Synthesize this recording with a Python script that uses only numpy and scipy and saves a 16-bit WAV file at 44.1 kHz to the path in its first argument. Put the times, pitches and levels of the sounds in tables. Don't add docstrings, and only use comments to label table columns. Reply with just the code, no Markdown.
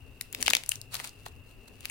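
import sys
import numpy as np
from scipy import signal
from scipy.fft import rfft, irfft, next_fast_len
from scipy.io import wavfile
from scipy.ndimage import map_coordinates

SR = 44100
rng = np.random.default_rng(int(sys.argv[2]) if len(sys.argv) > 2 else 0)


def wav_record(signal):
    frames = np.transpose(np.atleast_2d(signal))
    bounded = np.clip(frames, -1, 1)
    quanta = np.round(bounded * 32767).astype(np.int16)
    wavfile.write(sys.argv[1], SR, quanta)


N = 83790

# frequency in Hz, relative level in dB.
RUMBLE_SPECTRUM = [(20, 0), (38, 5.5), (60, 0.5), (80, -2.5), (110, 1), (170, -10.5), (250, -12.5),
                   (400, -26.5), (800, -21.5), (2000, -24.5), (4000, -38), (7000, -44), (16000, -31)]
KNEAD_SPECTRUM = [(60, -30), (150, -12), (210, -4), (255, 5), (315, -5), (410, 1), (540, -7), (900, -15),
                  (2000, -30), (6000, -60)]
SWIPE_SPECTRUM = [(100, -30), (400, -8), (750, 0), (1600, -1), (3400, -3), (4250, 4), (5200, -5),
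                  (9000, -3), (15000, -10)]
RUSTLE_SPECTRUM = [(100, -30), (400, -8), (800, -2), (2500, 0), (4300, 0), (5500, -5), (10000, -6),
                   (15000, -13)]
CRACKLE_SPECTRUM = [(200, -30), (1000, -9), (2500, 0), (4300, 0), (5500, -3), (10000, -4), (15000, -11)]
# frequency in Hz, mean level in dB.
HUM_TONES = [(100.5, -64), (122, -65.5)]
# frequency in Hz, time to decay by 60 dB in seconds.
ROOM_DECAY = [(300, 0.64), (2500, .22), (8000, 0.25), (15000, 0.19)]
# frequency in Hz, lag in radians.
RIGHT_PHASE_LAG = [(300, -1), (700, -1), (1100, 1.8), (1700, 1.5), (2500, 1.77), (3000, 1.6), (3500, 4),
                   (4400, 7), (5500, 4.5), (7000, 8.5), (15000, 18)]
# midpoint in seconds, half length in seconds, level in dB, frequency in Hz.
GRIP_BUMPS = [(0.048, 0.032, -52, 90), (0.11, 0.039, -49, 46), (0.445, 0.035, -51, 55),
              (0.774, .025, -49.5, 135), (0.956, 0.067, -59, 139), (1.242, .04, -54, 113),
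              (1.367, 0.057, -50.5, 96), (1.56, 0.047, -51.5, 39.5), (1.815, 0.024, -48.5, 65)]
# time in seconds, level in dB.
KNEAD_ENVELOPE = [(0, -61.5), (.3, -63.5), (.38, -49.5), (.5, -50), (.6, -61), (.72, -80), (.77, -58.5),
                  (.84, -63), (.95, -63), (1.1, -61), (1.28, -60), (1.5, -63.5), (1.7, -57.5), (1.9, -62.5)]
RUB_ENVELOPE = [(0, -72), (.2, -70.5), (.255, -65.5), (.3, -69), (.38, -56), (.41, -54.5), (.5, -51.5),
                (.58, -59), (.66, -62), (.74, -51), (.8, -68), (.9, -73), (.95, -47), (1, -58),
                (1.025, -64), (1.08, -52), (1.115, -66.5), (1.16, -67.5), (1.265, -64), (1.31, -69),
                (1.45, -75), (1.77, -66.5), (1.82, -60.5), (1.9, -58)]
# peak time, rise width and fall width in seconds, level in dB.
FINGER_SWIPES = [(0.925, 0.0089, 0.0053, -52.5), (.947, .012, 0.014, -37), (0.999, 0.011, 0.02, -43.5),
                 (1.046, 0.0073, 0.021, -42.5), (1.262, 0.0046, 0.012, -46.5), (1.5, 0.033, 0.022, -63),
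                 (1.683, 0.0041, 0.0023, -49)]
# start in seconds, gain in dB, resonance in Hz.
LUMP_THUDS = [(.4272, -32, 920), (.4802, 10, 900), (.5346, 11, 810), (.5515, 2, 910), (.568, 2, 910),
              (0.9531, 1.5, 1110), (1.0023, -0.5, 835), (1.0475, -20, 775), (1.2649, 4.5, 870)]
# time in seconds, ring gain in dB, ring frequency in Hz, ring Q,
# snap gain in dB, snap frequency in Hz.
AIR_POCKETS = [(0.2114, 5.5, 1920, 6.1, -2.5, 10500), (.212, 4, 4200, 6.2, -20, 9000),
               (.2217, -29, 2500, 2, -20, 7900), (.3278, -11.5, 2300, 2.1, -5, 8250),
               (0.334, -12.5, 2570, 1.2, -29, 8000), (0.3487, 1.5, 2560, 0.82, -12, 12600),
               (0.4056, -7.5, 2930, 1.6, -29, 8950), (0.4109, -9, 2370, 2.4, -7, 7900),
               (0.4163, -8, 3040, 1.6, -10, 8800), (0.4194, -6, 3000, 2.6, -31, 8000),
               (.4272, 5.5, 2420, 0.41, 4, 7220), (.4605, -6, 3000, 1.3, -11, 7400),
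               (0.4638, 9.5, 3240, 2.8, -16, 7440), (.4711, 13, 3130, 4.2, -28, 6000),
               (0.4804, 20.5, 2380, 2.1, -36, 6000), (0.4931, 1, 3000, 2.5, -15, 8000),
               (0.4998, 1.5, 3540, 2.7, -15.5, 7600), (.5029, 10, 4070, 4.1, 3.5, 6900),
               (0.5078, 5.5, 2770, 0.67, -10, 7160), (0.5347, 24.5, 2710, 4.3, -2, 7500),
               (0.5514, 20.5, 2920, 2.8, 6.5, 5500), (.568, 10.5, 3900, 3.4, -4, 6700),
               (0.6367, -1.5, 2700, 2.6, -18, 6500), (0.6621, -15, 3000, 2, -10, 7750),
               (0.6922, 12, 8820, 3.7, -17, 8360), (0.7152, -8.5, 2890, 1.8, -6, 6640),
               (.7186, 13, 2920, 4.4, -2.5, 6600), (0.7569, -1, 5840, 3.3, -20, 6940),
               (0.8153, -7.5, 4300, 3.9, -14, 6500), (0.9435, 1, 2370, 1.5, -3, 7150),
               (0.953, 3, 4300, 2.8, -25, 8000), (0.9672, -6, 3500, 2, -16, 6960),
               (0.994, -12, 2140, 1.1, -36, 6000), (1.0001, -1, 2160, 1.23, -24, 4640),
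               (1.0435, -6, 2500, 1.9, -14, 6140), (1.0475, -3, 2040, 1.14, -23, 6300),
               (1.0743, -14, 4260, 2.5, -16, 6900), (1.0935, -14.5, 4600, 1.8, -29, 7760),
               (1.2624, -10.5, 1560, 0.5, -29, 6100), (1.2841, -18, 3920, 6, -22.5, 7300),
               (1.512, -20.5, 3350, 5.9, -37, 8100), (1.8074, -16.5, 2780, 1.2, -22.5, 7400),
               (1.8308, -13, 2700, 4, -49, 8000), (1.8488, -6, 2510, 3.2, -40, 7750),
               (1.8553, 0.5, 3020, 0.97, -14.5, 8400), (1.8989, 1.5, 2400, 4.3, -9.5, 7400)]


def amp(db):
    return 10 ** (np.asarray(db) / 20)


def unit_rms(x):
    return x / np.sqrt(np.mean(x ** 2) + 1e-20)


def at_frequency(points, hz):
    f, values = np.transpose(points)
    return np.interp(np.log(hz + 1), np.log(f + 1), values)


def envelope(rows):
    return amp(np.interp(np.arange(N) / SR, *np.transpose(rows)))


def wobble(rate):
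    return map_coordinates(rng.standard_normal(N // 20), [np.arange(N) * rate / SR])


def filtered(x, response):
    size = next_fast_len(N + SR // 2)
    return irfft(rfft(x, size) * response(np.fft.rfftfreq(size, 1 / SR)), size)[..., :N]


def coloured(x, spectrum):
    return unit_rms(filtered(x, lambda hz: amp(at_frequency(spectrum, hz))))


def stereo_noise(apart, left_db):
    mid, side = rng.standard_normal((2, N))
    return unit_rms(np.array([amp(left_db) * (mid + apart * side), mid - apart * side]))


def background(hiss_hz=2720, hiss_sigma_hz=127):
    t = np.arange(N) / SR
    rumble = amp(-56.5) * coloured(stereo_noise(apart=.36, left_db=6), RUMBLE_SPECTRUM)
    hum = np.zeros(N)
    for hz, db in HUM_TONES:
        peak = np.sqrt(2) * amp(db + 4.7 * wobble(4.84))
        hum += peak * np.sin(2 * np.pi * hz * t + .45 * wobble(6.4))
    noise = stereo_noise(apart=.79, left_db=1)
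    hiss = unit_rms(filtered(noise, lambda f: np.exp(-.5 * ((f - hiss_hz) / hiss_sigma_hz) ** 2)))
    return rumble + hum * amp([[2.1], [-2.1]]) + amp(-61.5) * hiss


def reverberation(x):
    hz, t, noise = signal.stft(rng.standard_normal((2, SR // 3)), SR, nperseg=256)
    decay = amp(-60 * t / at_frequency(ROOM_DECAY, hz)[:, None])
    tail = signal.istft(noise * decay, SR, nperseg=256)[1]
    delayed = np.pad(x, (90, 0))
    return signal.fftconvolve(delayed[None], tail / np.linalg.norm(tail[0]), axes=1)[:, :N]


def hand_paths(x, palm_delay_s=.000422, scatter_t60_s=.010, taps=1500):
    size = len(x) + taps
    f = np.fft.rfftfreq(size, 1 / SR)
    scatter = rng.standard_normal((2, taps)) * amp(-60 * np.arange(taps) / SR / scatter_t60_s)
    scatter = rfft(scatter / np.linalg.norm(scatter, axis=1, keepdims=True), size)
    left = 1 + .13 * np.exp(-2j * np.pi * f * palm_delay_s)
    right = amp(-12) * np.exp(-1j * at_frequency(RIGHT_PHASE_LAG, f))
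    paths = np.array([left, right]) + amp([[-8], [-6.5]]) * scatter
    return irfft(rfft(x, size) * paths)


def bumps(sigma_octaves=.31):
    t, out = np.arange(N) / SR, np.zeros((2, N))
    noise = stereo_noise(apart=.3, left_db=7)
    for middle, half_length, db, hz in GRIP_BUMPS:
        band = filtered(noise, lambda f: np.exp(-.5 * (np.log2((f + 1) / hz) / sigma_octaves) ** 2))
        out += amp(db) * np.exp(-((t - middle) / half_length) ** 4) * unit_rms(band)
    return out


def kneading():
    creak = coloured(stereo_noise(apart=.42, left_db=3.5), KNEAD_SPECTRUM)
    return envelope(KNEAD_ENVELOPE) * creak * amp(1.5 * wobble(40))


def swipes():
    t, swell = np.arange(N) / SR, np.zeros(N)
    for peak_s, rise, fall, db in FINGER_SWIPES:
        width = np.where(t < peak_s, rise, fall)
        swell += amp(db) * np.exp(-.5 * ((t - peak_s) / width) ** 2)
    friction = coloured(stereo_noise(apart=.96, left_db=1.5), SWIPE_SPECTRUM)
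    return swell * friction * amp(.87 * wobble(270))


def rubbing(crackles_per_s=600, spread_db=4.5):
    impulses = (rng.random(N) < crackles_per_s / SR) * rng.choice([-1, 1], N)
    strength = amp(spread_db * np.minimum(rng.exponential(size=N), 4))
    crackle = coloured(hand_paths(impulses * strength)[:, :N], CRACKLE_SPECTRUM)
    rustle = coloured(stereo_noise(apart=.8, left_db=3.5), RUSTLE_SPECTRUM) * amp(2 * wobble(120))
    return envelope(RUB_ENVELOPE) * (amp(-.5) * crackle + amp(.5) * rustle)


def resonance(f, hz, q):
    return 1j * f * hz / q / (hz * hz - f * f + 1j * f * hz / q)


def pops(tear_rise_s=.001, tear_fall_s=.0009, size=1024):
    out, f = np.zeros((2, N)), np.fft.rfftfreq(size, 1 / SR)
    lead = size / 2 / SR
    t = np.arange(size) / SR - lead
    burst = np.exp(-2j * np.pi * f * lead)
    tear_envelope = np.exp(-np.abs(t) / np.where(t < 0, tear_rise_s, tear_fall_s))

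    def radiate(time_s, spectrum):
        sound = hand_paths(irfft(spectrum))
        span = out[:, round((time_s - lead) * SR):][:, :sound.shape[1]]
        span += sound[:, :span.shape[1]]

    for time_s, ring_db, ring_hz, ring_q, snap_db, snap_hz in AIR_POCKETS:
        microfractures = tear_envelope * rng.standard_normal(size) * rng.exponential(size=size)
        tear = amp(-2) * rfft(microfractures / np.linalg.norm(microfractures))
        high_pass = 1j * f / (1j * f + ring_hz / 4)
        ring = amp(ring_db) * resonance(f, ring_hz, ring_q) * high_pass
        snap = amp(snap_db) * resonance(f, snap_hz, q=1.1) ** 2
        radiate(time_s, ring * (burst + tear / 2) + snap * (burst + tear))
    for time_s, db, hz in LUMP_THUDS:
        radiate(time_s, amp(db) * burst * resonance(f, hz, q=1.2) ** 2)
    return out


def scene():
    clay = pops() + rubbing() + swipes()
    return clay + amp(-17.5) * reverberation(clay[0]) + kneading() + bumps() + background()


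def record(dry, ceiling=.8, cutoff_hz=16200):
    rounded = dry / (1 + (dry / ceiling) ** 4) ** .25
    return filtered(rounded, lambda hz: hz < cutoff_hz)


dry = scene()
out = record(dry)
wav_record(out)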